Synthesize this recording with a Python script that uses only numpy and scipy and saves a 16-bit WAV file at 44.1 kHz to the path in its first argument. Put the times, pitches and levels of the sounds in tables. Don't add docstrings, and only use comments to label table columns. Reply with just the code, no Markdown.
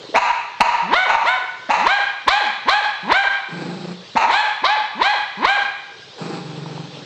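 import sys
import numpy as np
from scipy import signal
from scipy.io import wavfile
from scipy.ndimage import uniform_filter1d

SR = 44100
rng = np.random.default_rng(int(sys.argv[2]) if len(sys.argv) > 2 else 0)


def materialize(psi):
    bounded = np.clip(np.atleast_2d(psi).T, -1, 1)
    quanta = np.round(bounded * 32767).astype(np.int16)
    wavfile.write(sys.argv[1], SR, quanta)


def amplitude_ratio(level_db):
    exponent = np.asarray(level_db, float) / 20
    return 10 ** exponent


N = 310905


def evened(x):
    return x / np.sqrt(np.mean(x ** 2) + 1e-20)


def read(points, hz):
    f, value = np.transpose(points)
    return np.interp(np.log(hz + 1), np.log(f + 1), value)


def add(mix, start_s, sound):
    part = mix[round(start_s * SR):][:len(sound)]
    part += sound[:len(part)]


def wander(size, span):
    once = uniform_filter1d(rng.standard_normal(size), int(span))
    return evened(uniform_filter1d(once, int(span)))


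def resonate(x, hz, width_hz):
    turn = np.exp(2j * np.pi * np.cumsum(hz * np.ones(len(x))) / SR)
    r = np.exp(-np.pi * width_hz / SR)
    smooth = signal.lfilter([(1 - r) ** 2], [1, -2 * r, r * r], x / turn)
    return 2 * (turn * smooth).real


def throat(drive, modes, mouth):
    total = 0
    for k, (hz, width_hz, db) in enumerate(modes):
        total = total + (-1) ** k * amplitude_ratio(db) / np.sqrt(width_hz) * resonate(drive, hz * mouth, width_hz)
    return total


def pulses(hz, jitter):
    turns = np.cumsum(hz * (1 + jitter * wander(len(hz), 80))) / SR
    clicks = np.diff(np.floor(turns), prepend=0)
    return turns, clicks * np.exp(0.04 * wander(len(hz), 27))


YELP_BEFORE_S, YELP_AFTER_S = .12, .23


def arch(murmur_s, reach_hz, top_hz, effort_db, murmur_db, tail_db):
    murmur_hz, snap_hz = 160.5, 479.6
    leap_s, creep_s, sung_s, drop_s = 0.019, .1, .118, .04
    t = np.arange(-YELP_BEFORE_S, YELP_AFTER_S, 1 / SR)
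    before, after, late = np.minimum(t, 0), np.maximum(t, 0), np.maximum(t - sung_s, 0)
    climb = murmur_hz + (snap_hz - murmur_hz) * np.exp(before / min(0.47 * murmur_s, .03))
    leap = (reach_hz - snap_hz) * (1 - np.exp(-after / leap_s))
    rising_hz = climb + leap + (top_hz - reach_hz) * np.minimum(after / creep_s, 1)

    onset = np.clip((t + murmur_s) / 0.0041, 1e-4, 1)
    db = effort_db + 12 * np.log2(rising_hz / top_hz) + 20 * np.log10(onset)
    db = db + murmur_db * (1 - np.exp(before / leap_s))
    db = db - 12.5 * np.minimum(after / sung_s, 1) ** 2
    db = db + (tail_db - 32) * (1 - np.exp(-(late / .032) ** 2))

    droop = np.maximum(t - sung_s + .015, 0)
    hz = murmur_hz + (rising_hz - murmur_hz) / (1 + 1.6 * (droop / drop_s) ** 2)
    return uniform_filter1d(hz, size=250, mode="nearest"), uniform_filter1d(db, size=150, mode="nearest")


# pitch_hz, level_db
YELP_THROAT = [(100, 2), (400, -4), (750, -4.5), (980, 15), (1250, -8), (1600, 2), (2000, 2), (2400, -4),
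               (2900, -10.5), (3400, -7.5), (4200, -10.5), (5000, -53.5), (7000, -30), (9000, -46.5)]
# pitch_hz, width_hz, level_db
MOUTH_AIR = [(1980, 2700, -15), (3660, 230, -0.5), (4300, 200, -37), (6940, 2200, -13)]


def mouth_air(turns, high, opening, grit_db):
    puffs = rng.standard_normal(len(turns)) * (0.83 + np.cos(2 * np.pi * turns))
    air = amplitude_ratio(-17) * evened(throat(puffs, MOUTH_AIR, 0.82))
    flare = np.exp(-((high - 0.61) / 0.15) ** 2)
    linger = signal.lfilter([1], [1, -np.exp(-1 / (0.019 * SR))], flare)
    twang = amplitude_ratio(-4.5) * evened(resonate(puffs, 603 + 676 * high, 120))
    grit = amplitude_ratio(-10) * evened(resonate(puffs, 3814, 970))
    air = air + amplitude_ratio(grit_db) * linger / linger.max() * (grit + twang)
    return air + amplitude_ratio(-13) * opening * evened(resonate(puffs, 9000 - 7000 * high, 970))


def yelp(hz, effort_db, flutter, tilt_db, second_db, grit_db):
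    share, flutter_db, jitter = flutter
    turns = np.cumsum(hz * (1 + jitter * wander(len(hz), 90))) / SR
    k = np.arange(1, 16)[:, None]
    shut_db = .5 * np.clip(effort_db + 8, -40, 0)
    closed_db = shut_db * np.log2(k)
    high = np.maximum.accumulate(hz) / hz.max()
    opening = np.exp(-((high - .74) / 0.11) ** 2)

    bright_db = (tilt_db - 5 * opening) * np.maximum(np.log2(k / 2), 0)
    colour = amplitude_ratio(read(YELP_THROAT, k * hz) + closed_db + second_db * (k == 2) * high ** 4 + bright_db)
    drift = np.array([wander(len(hz), 40) for _ in k])
    breath = 1 + (.045 + .1 * opening) * k ** 1.4 * drift
    stack = (colour * breath * np.cos(2 * np.pi * (k * turns + rng.random(k.shape)))).sum(0)

    side_db = read(YELP_THROAT, (k + share) * hz) - 12 * abs(k - 1.6)
    sidebands = (amplitude_ratio(side_db) * np.cos(2 * np.pi * (k + share) * turns)).sum(0)
    voice = stack + amplitude_ratio(flutter_db + 4.5) * high ** 13 * sidebands
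    voice = voice + mouth_air(turns, high, opening, grit_db) * amplitude_ratio(2 * closed_db[1])
    return amplitude_ratio(effort_db + 3.5 * high ** 6.6) * voice * signal.windows.tukey(len(hz), .08)


# snap_s (voice snaps up), murmur_s (before it), reach_hz (at once), top_hz, effort_db
YELPS = [
    (.936, 0.13, 752, 752, 1.5),
    (1.253, .022, 755, 755.5, -5.5),
    (1.867, 0.15, 782.4, 822, 1),
    (2.281, .022, 776, 852.4, 4),
    (2.686, 0.034, 817, 854.7, 1.5),
    (3.121, 0.095, 784.3, 805, 4),
    (4.308, .05, 775, 863, 0.5),
    (4.642, .025, 761.6, 871, 0),
    (5.019, 0.071, 788.3, 851.7, 0),
    (5.45, 0.082, 787.6, 821.4, 1.5),
]
# murmur_db, brightness_db_per_octave, second_harmonic_db, tail_db, grit_db
MANNERS = [(0.5, -3, 4.5, -2, -2), (-11, -1, 5.5, -22, -15), (-1, -1.5, 1.5, -7.5, 0),
           (-7.5, -0.5, -3.5, 9, 5), (0.5, -0.5, -0.5, -2, 6), (0, -2, 3, -2.5, -4), (5.5, 1, 0, -5, 2.5),
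           (-2, -3.5, -4.5, 0, 6.5), (0.5, -1, -2.5, -1, 3.5), (1.5, -1.5, 0, 0, -0.5)]
# share_of_pitch, level_db, pitch_jitter (0-1)
FLUTTER = [(.37, -26, .004), (.365, -10, .003), (.37, -12, .006), (.33, -11, .016), (.33, -15, .016),
           (.37, -17, .005), (.35, -15, .008), (.36, -11, .014), (.385, -6, .008), (.39, -17, .005)]


def yelping():
    near = np.zeros(N)
    for (snap_s, *shape), manner, flutter in zip(YELPS, MANNERS, FLUTTER):
        murmur_db, tilt_db, second_db, tail_db, grit_db = manner
        hz, effort_db = arch(*shape, murmur_db, tail_db)
        sound = yelp(hz, effort_db, flutter, tilt_db, second_db, grit_db)
        add(near, snap_s - YELP_BEFORE_S, amplitude_ratio(-3.5) * sound)
    return near


def burst(effort_db, attack_s, hold_s, fall_db_per_s):
    t = np.arange(0, .19, 1 / SR)
    shut = np.maximum(1 - t / attack_s, 0) ** 2
    db = effort_db - 25 * shut - fall_db_per_s * np.maximum(t - attack_s - hold_s, 0)
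    open_hz, shut_hz, sag_hz_per_s = 234.4, 150, 230
    hz = open_hz - (open_hz - shut_hz) * shut - sag_hz_per_s * t
    mouth = 1 - (1 - 0.502) * shut
    return db, hz, mouth


# pitch_hz, width_hz, level_db
BARK_THROAT = [(949, 108, 0), (760, 450, -10.5), (1153, 320, -6), (1830, 950, -11), (2610, 470, -10.5),
               (3980, 830, -18.5), (6500, 1600, -26.5)]


def bark(effort_db, hz, mouth, bright_db, rough=.4):
    turns, clicks = pulses(hz, jitter=.2)
    t = np.arange(len(hz)) / SR
    puffs = (.3 + np.exp(-(turns % 1) / .35)) * rng.standard_normal(len(hz))
    drive = (1 - rough) * evened(clicks) + rough * evened(puffs)
    upper = throat(drive, BARK_THROAT[3:], mouth * (1.073 - 1.3 * t))
    voice = throat(drive, BARK_THROAT[:3], mouth) - amplitude_ratio(bright_db - 40.5 * t) * upper
    return amplitude_ratio(effort_db) * evened(voice) * signal.windows.tukey(len(hz), .04)


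# start_s, effort_db, attack_s, hold_s, fall_db_per_s
BARKS = [
    (0.139, 3, .04, 0.0023, 420),
    (0.601, 0, 0.0086, .002, 148),
    (1.058, -6, .05, .045, 494.5),
    (1.686, -6.5, .03, 0.045, 275),
    (4.151, -4, 0.028, 0.1, 423.5),
]
BARK_BRIGHT_DB = [2, 2, 1, 2.5, 0.5]


def barking():
    far = np.zeros(N)
    for (start_s, *shape), bright_db in zip(BARKS, BARK_BRIGHT_DB):
        add(far, start_s, bark(*burst(*shape), bright_db))
    return far


def played(rows, glide=250):
    s, *columns = np.transpose(rows)
    t = np.arange(s[0], s[-1], 1 / SR)
    return [uniform_filter1d(np.interp(t, s, c), int(glide), mode="nearest") for c in columns]


# pitch_hz, width_hz, level_db
GROWL_THROAT = [(346, 500, 1), (483, 350, -6.5), (847, 93, -9), (1410, 1400, -10.5), (2740, 440, -16),
                (4520, 1800, -13)]


def growl(rows, first_throbs, rough=0.6):
    effort_db, chest_hz, open_db = played(rows)
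    size = len(chest_hz)
    throbs_hz = first_throbs + .25 * (chest_hz - chest_hz[0])
    turns = np.cumsum(throbs_hz * (1 + .03 * wander(size, 700))) / SR
    slaps = np.diff(np.floor(turns), prepend=0)
    hum = evened(resonate(slaps + .005 * rng.standard_normal(size), chest_hz, 34))
    clicks = pulses(chest_hz, jitter=.08)[1]
    throb = 2 + np.sin(np.pi * turns) ** 2
    drive = (1 - rough) * evened(clicks) + rough * rng.standard_normal(size)
    rasp = evened(throat(throb * drive, GROWL_THROAT, 0.92))
    nose = evened(resonate(rng.standard_normal(size), 7700, 1400))
    voice = hum + amplitude_ratio(open_db) * (rasp + amplitude_ratio(-25.5) * nose)
    return amplitude_ratio(effort_db) * voice * signal.windows.tukey(size, .04)


# time_s, effort_db, chest_ring_hz, mouth_opening_db
GROWLS = [
    [(3.48, -36, 167.1, -4.5), (3.62, -36, 166.4, 2), (3.82, -39, 179.3, -3.5), (3.93, -39.5, 185.4, 0),
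     (3.97, -62, 184, -25), (4.13, -66, 188, -5)],
    [(6.17, -46, 163.6, -2), (6.22, -39, 163.5, 3), (6.36, -42, 165.3, 7.5), (6.43, -42, 154, -2.5),
     (6.82, -37, 150, -6), (6.9, -48.5, 146.8, -1), (7.05, -48, 146.5, -2)],
]
THROBS_PER_S = [24.5, 26]


def growling():
    low = np.zeros(N)
    for rows, throbs in zip(GROWLS, THROBS_PER_S):
        add(low, rows[0][0], amplitude_ratio(9) * growl(rows, throbs))
    return low


def slap(peak_db, ring_hz):
    u = np.arange(900) / SR * ring_hz
    return amplitude_ratio(peak_db) * 2.6 * np.sin(2 * np.pi * u) * u * np.exp(-u / .9)


# start_s, peak_db, ring_hz
SLAPS = [(0.011, -31, 425), (0.039, -29, 528), (0.05, -28, 423), (0.088, -29, 301), (0.099, -27, 433),
         (0.128, -25, 500), (.152, -17, 260), (.602, -14, 240), (1.69, -19, 260), (4.152, -15, 240),
         (3.849, -24, 339), (3.852, -24, 580), (6.66, -20, 937), (6.777, -20, 886), (6.97, -27, 554)]


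def slapping():
    low = np.zeros(N)
    for start_s, peak_db, ring_hz in SLAPS:
        add(low, start_s, slap(peak_db, ring_hz))
    return low


# pitch_hz, time_to_fall_60_db_s
ROOM = [(150, 0.55), (400, 0.34), (800, 0.68), (2000, 0.78), (4000, 0.73), (8000, 0.52)]


def room(x, start=500):
    taps = np.zeros(SR)
    at = np.arange(0, SR - 20, 20)
    taps[at + rng.integers(0, 20, len(at))] = rng.choice([-1., 1.], len(at))
    hz, t, z = signal.stft(taps, SR, nperseg=256)
    tail = signal.istft(z * amplitude_ratio(-60 * t / read(ROOM, hz)[:, None]), SR, nperseg=256)[1]
    tail = tail * np.clip(np.arange(len(tail)) / start - 1, 0, 1)
    return signal.fftconvolve(x, tail / np.linalg.norm(tail))[:N]


# pitch_hz, level_db_per_hz
HISS = [(30, 4), (130, -17), (250, -23.5), (450, -9), (700, -18), (1500, -20), (2600, -21), (3200, -14.5),
        (4070, -14.5), (4800, -19.5), (6800, -30), (8450, -39)]


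def hiss():
    frames, hz = N // 128 + 5, np.fft.rfftfreq(512, 1 / SR)
    a, b, patches = rng.standard_normal((frames, 257, 3)).T
    patches = evened(uniform_filter1d(uniform_filter1d(patches, 5, 0), 16, 1))
    z = (a + 1j * b) * amplitude_ratio(read(HISS, hz)[:, None] + 2.5 * patches)
    return amplitude_ratio(-38) * evened(signal.istft(z, nperseg=512, noverlap=384)[1][:N])


def scene():
    near, far = yelping(), barking()
    low = growling() + slapping()
    wet = room(amplitude_ratio(-5.5) * near + amplitude_ratio(-0.5) * far + amplitude_ratio(-11) * low)
    return (near + far + low + wet + hiss())[None]


def duck(x, knee_db, squeeze, recover_db, lag):
    power_db = 10 * np.log10(abs(uniform_filter1d(x[0] ** 2, 400)) + 1e-12)
    fall = np.arange(N) * recover_db / SR
    held_db = np.maximum.accumulate(power_db + fall) - fall
    over_db = np.maximum(held_db - knee_db, 0)
    late_db = np.interp(np.arange(N) - lag, np.arange(N), uniform_filter1d(over_db, 200))
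    return x / amplitude_ratio(squeeze * late_db)


def roll_off(x):
    return signal.sosfilt(signal.butter(12, 15800, fs=SR, output="sos"), x)


def record(dry):
    band = signal.sosfilt(signal.butter(5, 125, "high", fs=SR, output="sos"), dry)
    lowpass = signal.firwin(201, 8350, window=("kaiser", 10), fs=SR)
    band = signal.oaconvolve(band, lowpass[None], "same")
    slow = duck(band, knee_db=-33.5, squeeze=0.27, recover_db=47, lag=303)
    quick = duck(slow, knee_db=-15.5, squeeze=0.9, recover_db=140.5, lag=665)
    swings = signal.sosfilt(signal.butter(2, 75.6, fs=SR, output="sos"), quick ** 2)
    lopsided = quick + 0.014 * quick ** 2 + .2 * swings
    overloaded = lopsided / (1 + (lopsided / .71) ** 8) ** (1 / 8)
    finished = signal.sosfilt(signal.butter(2, 26, "high", fs=SR, output="sos"), overloaded)
    return roll_off(finished)


dry = scene()
out = record(dry)
materialize(out)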